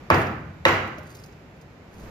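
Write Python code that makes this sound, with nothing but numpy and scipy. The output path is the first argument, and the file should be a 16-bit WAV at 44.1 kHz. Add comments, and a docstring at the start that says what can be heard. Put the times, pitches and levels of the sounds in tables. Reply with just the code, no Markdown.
"""In a hard-walled room, a heavy knife chops twice through fish into a thick wooden table.
Each chop is a short knock with puffs of noise; dying tones make the table boom and the blade sing thinly.
Noise puffs and pings tick, crackling grains scrape, low tones plop and a dull rumble drags a fillet.
Fading noise gives the echoes, over the steady noisy hum of the room.
Two microphones hear it all, and a limiter gently holds down the loudest moments."""
import sys
import numpy as np
from scipy import signal
from scipy.fft import rfft, irfft
from scipy.io import wavfile

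SR = 44100
rng = np.random.default_rng(int(sys.argv[2]) if len(sys.argv) > 2 else 0)


def boost_factor(decibels):
    """Convert a level in decibels to a linear amplitude factor."""
    exponent = np.asarray(decibels, float) / 20
    return 10 ** exponent


def transcribe(u):
    """Save the signal u as a 16-bit wav file named by the first command-line argument.

    u: samples, shape (n,) or (channels, n), limited to [-1, 1]; the rate is SR.
    q: integer samples, one column per channel.
    """
    v = np.clip(np.atleast_2d(u).T, -1, 1)
    q = np.round(v * 32767).astype(np.int16)
    wavfile.write(sys.argv[1], SR, q)


N = 92610  # length in samples

# colour of the room hum: f/Hz, relative level per Hz/dB
HUM_COLOUR = [(20, -26), (45, -3), (90, 0.5), (170, 0.5), (250, -4.5), (500, -7.5), (1000, -14.5),
              (2400, -19), (3300, -27), (6500, -34), (8000, -32.5), (14000, -39), (16300, -60)]
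# drift of the room hum: t/s, level/dB
HUM_DRIFT = [(0.0, -43), (0.33, -45), (0.49, -46), (0.88, -44.5), (1.04, -44.5), (1.61, -47), (2.1, -45.5)]
# likeness of the two microphones in sound from all around: f/Hz, likeness (1 = identical)
LIKENESS = [(60, 0.98), (180, 0.97), (550, 0.68), (1650, 0.11), (4970, 0.04), (15000, 0.13)]
# dull rumble of a dragged fillet: f/Hz, relative level per Hz/dB
DRAG_COLOUR = [(60, -4.5), (150, -5), (700, -17), (1500, -22), (4000, -38)]
# time the echoes take to fall by 60 dB: f/Hz, t60/s
ECHO_DECAY = [(60, 2.05), (160, 1.27), (420, 0.65), (1100, 0.71), (2910, 0.66), (7680, 0.52)]
# colour of a chop as the walls return it: f/Hz, relative level/dB
ECHO_COLOUR = [(20, -47), (35, -38), (70, -3), (100, 0), (230, 0.5), (450, 2.5), (700, 1.5), (1500, 1),
               (2600, -8), (3300, -18.5), (5000, -27), (8000, -33.5), (15000, -43.5)]
# wet ticks with a short ping: t/s, puff level/dB, puff f/Hz, ping level/dB, ping f/Hz
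TICKS = [(0.1428, -30, 4670, -26, 4860), (0.2152, -37.5, 6150, -39, 11800), (.2675, -45, 5000, -43, 5080),
         (.312, -69, 5030, -50, 5000), (.355, -60, 12000, -63, 11900), (0.683, -28.5, 4900, -40, 5460),
         (0.876, -45.5, 12800, -51, 14500), (.9834, -43.5, 8800, -74, 12700),
         (1.0303, -51, 10900, -58, 13000), (1.151, -40.5, 8400, -59.5, 7000),
         (1.152, -59, 12800, -70, 13500), (1.1892, -61, 9200, -43.5, 5140),
         (1.2372, -43, 6840, -45.5, 4830), (1.2605, -45.5, 11000, -62, 12100),
         (1.3241, -57, 4940, -60, 5100), (1.613, -50, 8200, -62, 4840), (1.94, -53, 9000, -66, 13000),
         (1.999, -50, 8000, -62, 5600), (2.035, -58, 8000, -58, 5570)]
# a piece of fish drops on the table: t/s, level/dB, f/Hz
PLOPS = [(.98, -29, 610), (2.03, -42, 650)]
# blade and glove slide on wet wood: start t/s, length/s, level/dB
SCRAPES = [(0.095, 0.18, -40.5), (1.028, 0.23, -46.5), (1.56, 0.03, -61), (1.893, 0.21, -53.5)]
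# colour of the crackle in a wet slide: f/Hz, relative level per Hz/dB
CRACKLE_COLOUR = [(1500, -30), (3000, -10), (4500, -18), (7000, 2.5), (9000, 6), (12000, -2), (15000, -0.5)]
# tones of the blade when damped by wood and fish: f/Hz, relative level/dB, t60/s
DAMPED_BLADE = [(4800, 0, .008), (5400, -4, .008), (6600, -1, .008), (10800, -3, .008), (12100, -1, .008),
                (13500, 0, .008)]
# chops: t/s, knock f/Hz, echo level/dB, boom level/dB, splat level/dB, echo brightness/dB per octave
CHOPS = [(0.1015, 1128, 20, -21, -19.5, 0), (0.6525, 1900, 19.5, -24.5, -24, 2.5)]
# tones of the struck table: f/Hz, relative level/dB, t60/s
TABLE_TONES = [(71.6, -11, 0.96), (98.05, -2.5, 0.74), (157.8, -2.5, 0.62), (239, -5, 0.47),
               (340.7, 6, 0.33), (542, 14.5, 0.084), (676.5, 2, 0.26), (891, 6, 0.17), (1070, 3.5, 0.25),
               (1160, 7, 0.067), (1516, 4.5, 0.15), (1676, -23, 0.12)]
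# tones of the free blade: f/Hz, relative level/dB, t60/s
FREE_BLADE = [(8990, -9, .5), (11040, -3, .6), (14530, 0, .8)]
# the freed blade sings until it touches something: start t/s, length/s, level/dB
SINGS = [(.135, .19, -45), (.68, .13, -44)]
# difference between the microphones: f/Hz, left minus right level/dB
LEFT_RIGHT_TILT = [(60, 0.0), (180, 0.0), (550, 1), (1650, -4), (4970, -2), (15000, -3.5)]
# colour from the microphone openings: f/Hz, level/dB
MIC_COLOUR = [(5500, -0.5), (7000, -1.5), (8300, -13.5), (9600, -15.5), (11500, -4.5), (15000, -7.5),
              (15600, -30), (16400, -30)]


def evened(x):
    """Scales a sound to an rms (average strength) of 1."""
    return x / np.sqrt(np.mean(x ** 2) + 1e-20)


def read(points, hz):
    """Reads a table between its points, along a logarithmic frequency axis."""
    f, value = np.transpose(points)
    return np.interp(np.log(hz + 1), np.log(f + 1), value)


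def add(mix, start_s, sound):
    """Mixes a sound in at its start time, cutting off what runs past the end."""
    part = mix[max(round(start_s * SR), 0):][:len(sound)]
    part += sound[:len(part)]


def coloured(x, db_points):
    """Makes each frequency louder or softer, as a table says."""
    hz = np.fft.rfftfreq(x.shape[-1], 1 / SR)
    return irfft(rfft(x) * boost_factor(read(db_points, hz)), x.shape[-1])


def pair(length):
    """Two noises as alike as two microphones hear sound that comes from all around."""
    a, b = rfft(rng.standard_normal((2, length)))
    same = read(LIKENESS, np.fft.rfftfreq(length, 1 / SR))
    right = same * a + np.sqrt(1 - same ** 2) * b
    return irfft(np.array([a, right]), length)


def ring(modes):
    """Half a second of dying sine tones, as a struck solid makes."""
    t = np.arange(SR // 2) / SR
    return sum(boost_factor(db - 60 * t / t60) * np.sin(2 * np.pi * hz * t) for hz, db, t60 in modes)


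def waver(modes, depth_db):
    """Dying tones whose strengths flutter separately, as in a loosely held object."""
    smooth = signal.butter(2, 25, fs=SR)  # flutter slower than about 25 Hz
    total = 0
    for mode in modes:
        wobble = signal.lfilter(*smooth, rng.standard_normal(SR))[SR // 2:]
        total = total + ring([mode]) * boost_factor(depth_db * evened(wobble))
    return total


def burst(hz, t60):
    """A dying puff of noise, from an octave below hz to an octave above or near the top of the range."""
    t = np.arange(SR // 10) / SR
    band = signal.butter(2, [hz / 2, min(hz * 2, SR / 2.2)], "bandpass", fs=SR)
    noise = evened(signal.lfilter(*band, rng.standard_normal(len(t))))
    return noise * boost_factor(-60 * t / t60)


def hum():
    """Steady noise of the room from all around, with a drifting level."""
    s, db = np.transpose(HUM_DRIFT)
    return evened(coloured(pair(N), HUM_COLOUR)) * boost_factor(np.interp(np.arange(N) / SR, s, db))


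def room():
    """One second of echo noise from the walls; each frequency dies at its own speed."""
    hz, t, z = signal.stft(pair(SR), SR, nperseg=512)
    decay = boost_factor(-60 * t / read(ECHO_DECAY, hz)[:, None])
    return signal.istft(z * decay, SR, nperseg=512)[1][:, :SR]


def arriving(tail):
    """The far walls answer late, so echoes build up, then end in silence; left energy is 1."""
    first_echo_s, early_lack_db, build_s = 0.007, -0.5, 0.018
    t = np.arange(SR) / SR
    onset = np.minimum(t / first_echo_s, 1) ** 2
    build = boost_factor(early_lack_db * np.exp(-t / build_s))
    end = np.clip(10 * (1 - t) - 1, 0, 1)
    tail = tail * onset * build * end
    return tail / np.linalg.norm(tail[0])


def drag():
    """A dull rumble swells and stays as a fillet slides over the wood."""
    start_s, rise_s, level_db = 1.902, 0.18, -40
    swell = np.clip((np.arange(N) / SR - start_s) / rise_s, 0, 1)
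    return boost_factor(level_db) * swell * evened(coloured(pair(N), DRAG_COLOUR))


def ticks():
    """Wet contacts: a puff of noise and a short ping together."""
    puff_t60_s, ping_t60_s, ping_rise_s = 0.059, 0.031, 0.0012
    out, t = np.zeros(N), np.arange(SR // 2) / SR
    for s, puff_db, puff_hz, ping_db, ping_hz in TICKS:
        add(out, s, boost_factor(puff_db) * burst(puff_hz, puff_t60_s))
        ping = ring([(ping_hz, ping_db, ping_t60_s)])
        add(out, s, ping * np.minimum(t / ping_rise_s, 1))
    return out


def plops():
    """Soft pieces land on the table: two short low tones with a gentle start."""
    t60_s, rise_s = 0.06, 0.0049
    out, t = np.zeros(N), np.arange(SR // 2) / SR
    for s, db, hz in PLOPS:
        thud = ring([(hz, 0, t60_s), (0.46 * hz, -6, t60_s)])
        add(out, s, boost_factor(db) * thud * np.minimum(t / rise_s, 1))
    return out


def scrapes():
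    """Sliding makes random tiny clicks, heard as hiss and through the damped blade."""
    grains_per_s, spread_db, ring_share = 900, 4, 0.3
    out, t = np.zeros(N), np.arange(N) / SR
    strength = boost_factor(spread_db * np.minimum(rng.exponential(1, N), 3))
    grains = strength * (rng.random(N) < grains_per_s / SR)
    grains = grains * rng.choice([-1., 1.], N)
    hiss = evened(coloured(grains, CRACKLE_COLOUR))
    blade = evened(signal.oaconvolve(grains, ring(DAMPED_BLADE)[:SR // 10])[:N])
    for s, length, db in SCRAPES:
        progress = np.clip((t - s) / length, 0, 1)
        swell = np.sin(np.pi * progress)  # rises and falls once
        out += boost_factor(db) * swell * ((1 - ring_share) * hiss + ring_share * blade)
    return out


def blade_singing():
    """The freed blade rings in high, wavering tones that fade out as it touches something."""
    rise_s, fade_s, waver_db = 0.0066, 0.1, 5
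    out, t = np.zeros(N), np.arange(SR // 2) / SR
    for s, length, db in SINGS:
        shape = np.clip(np.minimum(t / rise_s, (length - t) / fade_s), 0, 1)
        add(out, s, boost_factor(db) * waver(FREE_BLADE, waver_db) * shape)
    return out


def chops():
    """The edge knocks and cracks on wood, the cut splats, and the table booms."""
    knock_db, knock_t60_s, knock_rise_s = 4, 0.016, 0.0014
    crack_db, noise_t60_s, splat_lead_s = -26, 0.02, 0.00049
    boom_rise_s, boom_waver_db = 0.011, 2.5
    out, t = np.zeros(N), np.arange(SR // 2) / SR
    for s, hz, _, boom_db, splat_db, _ in CHOPS:
        partials = [(1, 0), (0.55, -6), (1.45, -7), (2, -11)]  # pitch ratio, level/dB
        knock = ring([(ratio * hz, db, knock_t60_s) for ratio, db in partials])
        # minus sign: the wave first swings downward
        add(out, s, -boost_factor(knock_db) * knock * np.minimum(t / knock_rise_s, 1))
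        add(out, s + knock_rise_s / 2, boost_factor(crack_db) * burst(3100, noise_t60_s))
        add(out, s - splat_lead_s, boost_factor(splat_db) * burst(14000, noise_t60_s))
        boom = waver(TABLE_TONES, boom_waver_db)
        add(out, s, boost_factor(boom_db) * boom * np.minimum(t / boom_rise_s, 1))
    return out


def scene():
    """Direct sound reaches the left microphone first; walls return each chop with their colour."""
    right_lag_s, heavy_send_db, light_send_db = 0.000203, -12.5, -10
    background = hum() + drag()
    walls = room()
    light = ticks() + plops() + scrapes()
    heavy = blade_singing() + chops()
    direct = heavy + light
    sent = boost_factor(heavy_send_db) * heavy + boost_factor(light_send_db) * light
    echo = signal.fftconvolve(sent[None], arriving(walls), axes=1)[:, :N]
    for s, _, echo_db, _, _, slope_db in CHOPS:
        # brightness tilts the colour around 1000 Hz
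        colour = [(f, db + slope_db * np.log2(f / 1000)) for f, db in ECHO_COLOUR]
        for side, tail in zip(echo, arriving(coloured(walls, colour))):
            add(side, s, boost_factor(echo_db) * tail)
    # a phase turn at each frequency delays by less than whole samples
    delay = np.exp(-2j * np.pi * np.fft.rfftfreq(N, 1 / SR) * right_lag_s)
    late = irfft(rfft(direct) * delay, N)
    return np.array([direct, late]) + echo + background


def microphones(x):
    """Two microphones with unequal tone, both coloured by their openings."""
    left = coloured(x[0], [(f, db / 2) for f, db in LEFT_RIGHT_TILT])
    right = coloured(x[1], [(f, -db / 2) for f, db in LEFT_RIGHT_TILT])
    return coloured(np.array([left, right]), MIC_COLOUR)


def limiter(x):
    """Gently turns loud moments down within milliseconds, then recovers steadily."""
    limit_db, attack_s, recovery_db_per_s = -16, 0.004, 122
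    cut_per_db = 0.5 - 1 / 2.6  # dB of turning down for each dB over the limit
    keep = np.exp(-1 / (attack_s * SR))
    smooth = [1 - keep], [1, -keep]
    power_db = 10 * np.log10(signal.lfilter(*smooth, (x ** 2).mean(0)) + 1e-12)
    # hold each peak while it sinks at the recovery speed
    fall = np.arange(N) * recovery_db_per_s / SR
    held_db = np.maximum.accumulate(power_db + fall) - fall
    over_db = np.maximum(held_db - limit_db, 0)
    return x / boost_factor(cut_per_db * signal.lfilter(*smooth, over_db))


def band_limit(x):
    """A steep low-pass at the top of the band."""
    return signal.sosfilt(signal.butter(12, 16460, fs=SR, output="sos"), x)


def record(dry):
    """The microphones, the limiter, then soft rounding of the wave's peaks."""
    mix = np.tanh(limiter(microphones(dry)))
    return band_limit(mix)


dry = scene()
out = record(dry)
transcribe(out)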